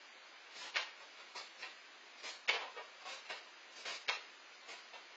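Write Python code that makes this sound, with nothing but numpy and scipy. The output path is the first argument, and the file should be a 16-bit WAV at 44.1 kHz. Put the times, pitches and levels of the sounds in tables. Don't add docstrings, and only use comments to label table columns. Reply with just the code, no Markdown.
import sys
import numpy as np
from scipy import signal
from scipy.fft import rfft, irfft
from scipy.io import wavfile
from scipy.ndimage import uniform_filter1d

SR = 44100
rng = np.random.default_rng(int(sys.argv[2]) if len(sys.argv) > 2 else 0)


def to_wav(sig):
    pcm = np.clip(np.atleast_2d(sig), -1, 1) * 32767
    pcm = np.round(pcm).astype(np.int16)
    wavfile.write(sys.argv[1], SR, pcm.T)


def convert_level_to_amplitude(level_db):
    exponent = np.asarray(level_db, float) / 20
    return 10 ** exponent


N = 227538


def tint(x, points, peaks=()):
    hz = np.maximum(np.fft.rfftfreq(len(x), 1 / SR), 1)
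    point_hz, point_db = np.transpose(points)
    db = np.interp(np.log(hz), np.log(point_hz), point_db, left=-60, right=-60)
    for peak_hz, width_hz, peak_db in peaks:
        db = db + peak_db / (1 + (2 * (hz - peak_hz) / width_hz) ** 2)
    half = len(x) // 2
    fold = np.r_[1, np.full(half - 1, 2), np.zeros(len(x) - half)]
    cepstrum = irfft(np.log(convert_level_to_amplitude(db)), len(x)) * fold
    return irfft(rfft(x) * np.exp(rfft(cepstrum)), len(x))


def unit(x):
    return x / np.sqrt(np.mean(x ** 2))


def add(out, start_s, sound):
    i = max(int(start_s * SR), 0)
    out[i:i + len(sound)] += sound[:N - i]


def in_room(contact, part_db, wet_db=0, echoes=()):
    # low_hz, high_hz, t60_s, room_db (against the direct sound)
    parts = [
        (276.7, 1250, 0.34, 7.5),
        (1242, 4800, .4, 3.5),
        (4080, 12000, 0.37, 8.5),
        (28.5, 350, 0.32, -2.5),
    ]
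    t = np.arange(int(.7 * SR)) / SR
    response_sum = 0
    for (low_hz, high_hz, t60_s, room_db), db in zip(parts, part_db):
        decay = np.exp(-np.log(1000) * t / t60_s)
        tail = rng.standard_normal(len(t)) * decay * np.minimum(t / .006, 1)
        tail *= 1 + 1.5 * np.exp(-t / 0.012)
        response = convert_level_to_amplitude(room_db + wet_db) * tail / np.sqrt(np.sum(tail ** 2))
        response[0] = 1
        for delay_s, echo_db in echoes:
            response[int(delay_s * SR)] += convert_level_to_amplitude(echo_db)
        band = signal.butter(2, [low_hz, high_hz], "band", fs=SR, output="sos")
        response_sum = response_sum + convert_level_to_amplitude(db) * signal.sosfilt(band, response)
    return signal.fftconvolve(contact, response_sum)


def hiss():
    # frequency_hz, density_db (per Hz)
    hiss_colour = [(60, -67), (150, -44), (200, -15), (330, -6.5), (600, -4), (1400, -2.5), (2400, -1.5),
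                   (3500, -6), (5150, -6.5), (5400, -23.5), (5800, -11), (7000, -16.5), (7600, -21.5),
                   (7950, -32)]
    return convert_level_to_amplitude(-59) * unit(tint(rng.standard_normal(N), hiss_colour))


def scuff(level_db, thud_db, treble_db, rise_s, drag_s):
    t = np.arange(int(.3 * SR)) / SR
    release_s, grit_db, biggest_grain = .015, 3, 5.5
    release = np.clip((rise_s + drag_s + release_s - t) / release_s, 0, 1)
    pressure = np.clip(t / rise_s, 0, 1) ** 2 * release
    grain_size = np.minimum(rng.exponential(size=len(t)), biggest_grain)
    grains = unit(rng.standard_normal(len(t)) * convert_level_to_amplitude(grit_db * grain_size))
    thump_db = 7 + .6 * treble_db
    wet_db = -3.5 - 0.72 * max(level_db + 45, 0)
    return convert_level_to_amplitude(level_db) * in_room(pressure * grains, (thud_db, 0, treble_db, thump_db), wet_db)


def swipes():
    # start_s, level_db (rms), treble_db, length_s
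    brushes = [(0.221, -71.5, -21, 0.037), (.53, -55.5, 8, 0.064), (0.566, -48.5, 0.5, 0.1),
               (.982, -55, -4, 0.045), (1.152, -55, -4.5, 0.058), (1.577, -55.5, 2.5, 0.037),
               (2.508, -39, -11, 0.055), (2.579, -49, -15.5, .05), (2.747, -52.5, -20, 0.041),
               (3.734, -56.5, 7, 0.067), (3.914, -55, 7.5, 0.044), (4.915, -60, -11.5, .05),
               (5.083, -61, -8.5, 0.063)]
    rise_share = .45
    out = np.zeros(N)
    for start_s, level_db, treble_db, length_s in brushes:
        thud_db = -5 - 0.7046 * treble_db
        rise_s, drag_s = rise_share * length_s, (1 - rise_share) * length_s
        add(out, start_s, scuff(level_db, thud_db, treble_db, rise_s, drag_s))
    return out


def landings():
    # contact_s (full load), level_db (rms), treble_db, drag_s
    touchdowns = [(0.744, -42, -6.5, 0.017), (1.356, -48, 3.5, 0.032), (1.63, -47.5, -13, 0.027),
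                  (2.232, -50, 6.5, 0.056), (2.4824, -29, -3.5, 0.012), (3.055, -50.5, 3.5, 0.085),
                  (3.292, -44.5, -4.5, 0.0091), (3.301, -43.5, -15.5, 0.014), (3.366, -56.5, -11, 0.025),
                  (3.858, -45.5, 2.5, 0.048), (4.0824, -31, -1, 0.0093), (4.684, -50.5, 1.5, 0.051)]
    out = np.zeros(N)
    for contact_s, level_db, treble_db, drag_s in touchdowns:
        rise_s = .005 * convert_level_to_amplitude(.5 * (-45 - level_db))
        add(out, contact_s - rise_s, scuff(level_db, -4, treble_db, rise_s, drag_s))
    return out


def claps():
    # start_s, peak_db, thud_db, treble_db
    strikes = [(0.7591, -22.5, -6, -5), (.7645, -22.5, -7, -12.5), (.771, -30, -7.5, -6),
               (1.352, -41, 5.5, 1.5), (1.6255, -35, -3.5, -18), (2.234, -41, 1, -2), (2.482, -33, -8, 5),
               (2.4912, -18.5, -5.5, -11), (3.054, -42.5, 10, -7), (3.3005, -33, 4, -1.5),
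               (3.855, -32.5, -0.5, -6.5), (3.882, -32.5, -9.5, -9), (3.918, -37.5, -5.5, -1),
               (4.09, -19.5, -6, -10.5), (4.683, -45, 4, 0), (4.71, -44.5, -6.5, -2),
               (4.9364, -38.5, 0.5, -11)]
    # delay_s, echo_db
    near_echoes = [
        (.0028, -8),
        (.0056, -2),
        (0.01, -12.5),
    ]
    t = np.arange(int(.3 * SR)) / SR
    rattle_s = .007
    out = np.zeros(N)
    for start_s, peak_db, thud_db, treble_db in strikes:
        clap = convert_level_to_amplitude(-28) * rng.standard_normal(len(t)) * np.exp(-t / rattle_s)
        clap[0] = 1
        thump_db = -6 + 1.5 * thud_db
        sound = in_room(clap, (thud_db, 0, treble_db, thump_db), wet_db=-3, echoes=near_echoes)
        add(out, start_s, convert_level_to_amplitude(peak_db + 15.5) * sound)
    return out


def steps():
    # frequency_hz, level_db
    step_colour = [(20, -33), (60, -44), (150, -19.5), (250, -12.5), (500, 5.5), (1200, 4.5), (2500, 2.5),
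                   (4000, 2.5), (5200, -1.5), (5700, -7), (7000, -8), (7600, -11.5), (7950, -21.5)]
    # frequency_hz, width_hz, level_db
    boards = [
        (572, 65, -1),
        (986, 83, 4.5),
        (1153, 270, 1.5),
        (1856, 20, 10),
        (2217, 200, 6.5),
        (2668, 420, 4.5),
    ]
    return tint(swipes() + landings() + claps(), step_colour, boards)


def quantise(blocks, windows, edges, top, finer_db, ahead_db):
    # frequency_hz, over_db (band's level), frame_db (least, whole frame), least_db
    coarse = [(30, -5, -39, -81.5), (126, 2, -33, -73), (246, 2, -32.5, -67), (720, 4.5, -15, -59.5),
              (1490, 6.5, -17, -53.5), (4090, 10, -7.5, -71), (5620, 10, -5, -59), (6820, 8.5, -9, -64),
              (7420, 12, -13, -61), (7460, 5.5, -13, -62)]
    size = edges[-1]
    times = np.arange(2 * size) + .5 + size / 2
    basis = np.cos(np.pi / size * np.outer(times, np.arange(size) + .5)) * np.sqrt(2 / size)
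    lines = (blocks * windows) @ basis * (np.arange(size) < top)
    width = np.diff(edges)
    level = np.sqrt(np.add.reduceat(lines ** 2, edges[:-1], axis=-1) / width)
    for b in range(1, len(edges) - 1):
        level[..., b] = np.maximum(level[..., b], convert_level_to_amplitude(-7) * level[..., b - 1])
    level[..., :-2, :] = np.maximum(level[..., :-2, :], convert_level_to_amplitude(ahead_db) * level[..., 2:, :])
    hz, *columns = np.transpose(coarse)
    band_hz = np.array(edges[1:]) * 16000 / 2 / size
    over_db, frame_db, least_db = (np.interp(band_hz, hz, column) for column in columns)
    step = level * convert_level_to_amplitude(over_db - finer_db + 1.8 * rng.standard_normal(level.shape))
    whole = np.sqrt(np.mean(lines ** 2, axis=tuple(range(1, lines.ndim)), keepdims=True))
    step = np.maximum(step, convert_level_to_amplitude(frame_db - finer_db) * whole)
    step = np.repeat(np.maximum(step, convert_level_to_amplitude(least_db)), width, axis=-1)
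    rounded = np.floor((np.abs(lines) / step) ** .75 + .4054) ** (4 / 3)
    return (np.sign(lines) * rounded * step) @ basis.T * windows


def camera(x):
    sharp_s = [
        .76,
        2.49,
        4.09,
    ]
    long_edges = [*range(0, 88, 8), *range(88, 196, 12), *range(196, 260, 16),
                  260, 280, 300, 320, 344, 368, 396, 424, 456, 492, 532, 572, 616, 664, 716, 772, 832, 896, 960, 1024]
    short_edges = [*range(0, 32, 4), 32, 40, 48, 60, 72, 88, 108, 128]
    cam_sr, frame, grid = 16000, 1024, 591
    short, edge = frame // 8, frame * 7 // 16
    x = signal.resample_poly(x, cam_sr // 100, SR // 100)
    x = np.pad(x, (2 * frame - grid, 2 * frame))
    count = len(x) // frame - 1
    starts = frame * np.arange(count)
    sharp = ((np.array(sharp_s) * cam_sr - grid + 3 * frame / 2) // frame).astype(int)
    small = signal.windows.kaiser_bessel_derived(2 * short, 6 * np.pi)
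    windows = np.tile(signal.windows.kaiser_bessel_derived(2 * frame, 4 * np.pi), (count, 1))
    quick = np.r_[np.zeros(edge), small[:short], np.ones(edge)]
    windows[sharp + 1, :frame] = quick
    windows[sharp - 1, frame:] = quick[::-1]
    windows[sharp] = 0
    places = starts[:, None] + np.arange(2 * frame)
    small_starts = starts[sharp, None] + edge + short * np.arange(frame // short)
    small_places = small_starts[..., None] + np.arange(2 * short)
    power = x ** 2 + 1e-12
    swing_db = 10 * np.log10(uniform_filter1d(power, size=96) / uniform_filter1d(power, size=frame))
    swing_db = swing_db - np.clip(swing_db, -2.5, 2.5)
    swing_db[small_places] = 0
    shape = convert_level_to_amplitude(0.82 * uniform_filter1d(uniform_filter1d(swing_db, size=48), size=48))
    x = x / shape
    top = np.full((count, 1), frame)
    top[sharp[:, None] + np.arange(1, 4)] = frame * 7 // 8 + 16
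    out = np.zeros(len(x))
    long_blocks = quantise(x[places], windows, long_edges, top, finer_db=0, ahead_db=-60)
    np.add.at(out, places, long_blocks)
    short_blocks = quantise(x[small_places], small, short_edges, short * 7 // 8, finer_db=13.5, ahead_db=-2)
    np.add.at(out, small_places, short_blocks)
    return signal.resample_poly((out * shape)[2 * frame - grid:], SR // 100, cam_sr // 100)


def scene():
    return (steps() + hiss())[None]


def top_cut(x):
    return signal.sosfilt(signal.butter(12, 8850, fs=SR, output="sos"), x)


def record(dry):
    padded = np.pad(dry[0], (0, SR // 10))
    mix = camera(padded)[None, :N]
    return top_cut(mix)


dry = scene()
out = record(dry)
to_wav(out)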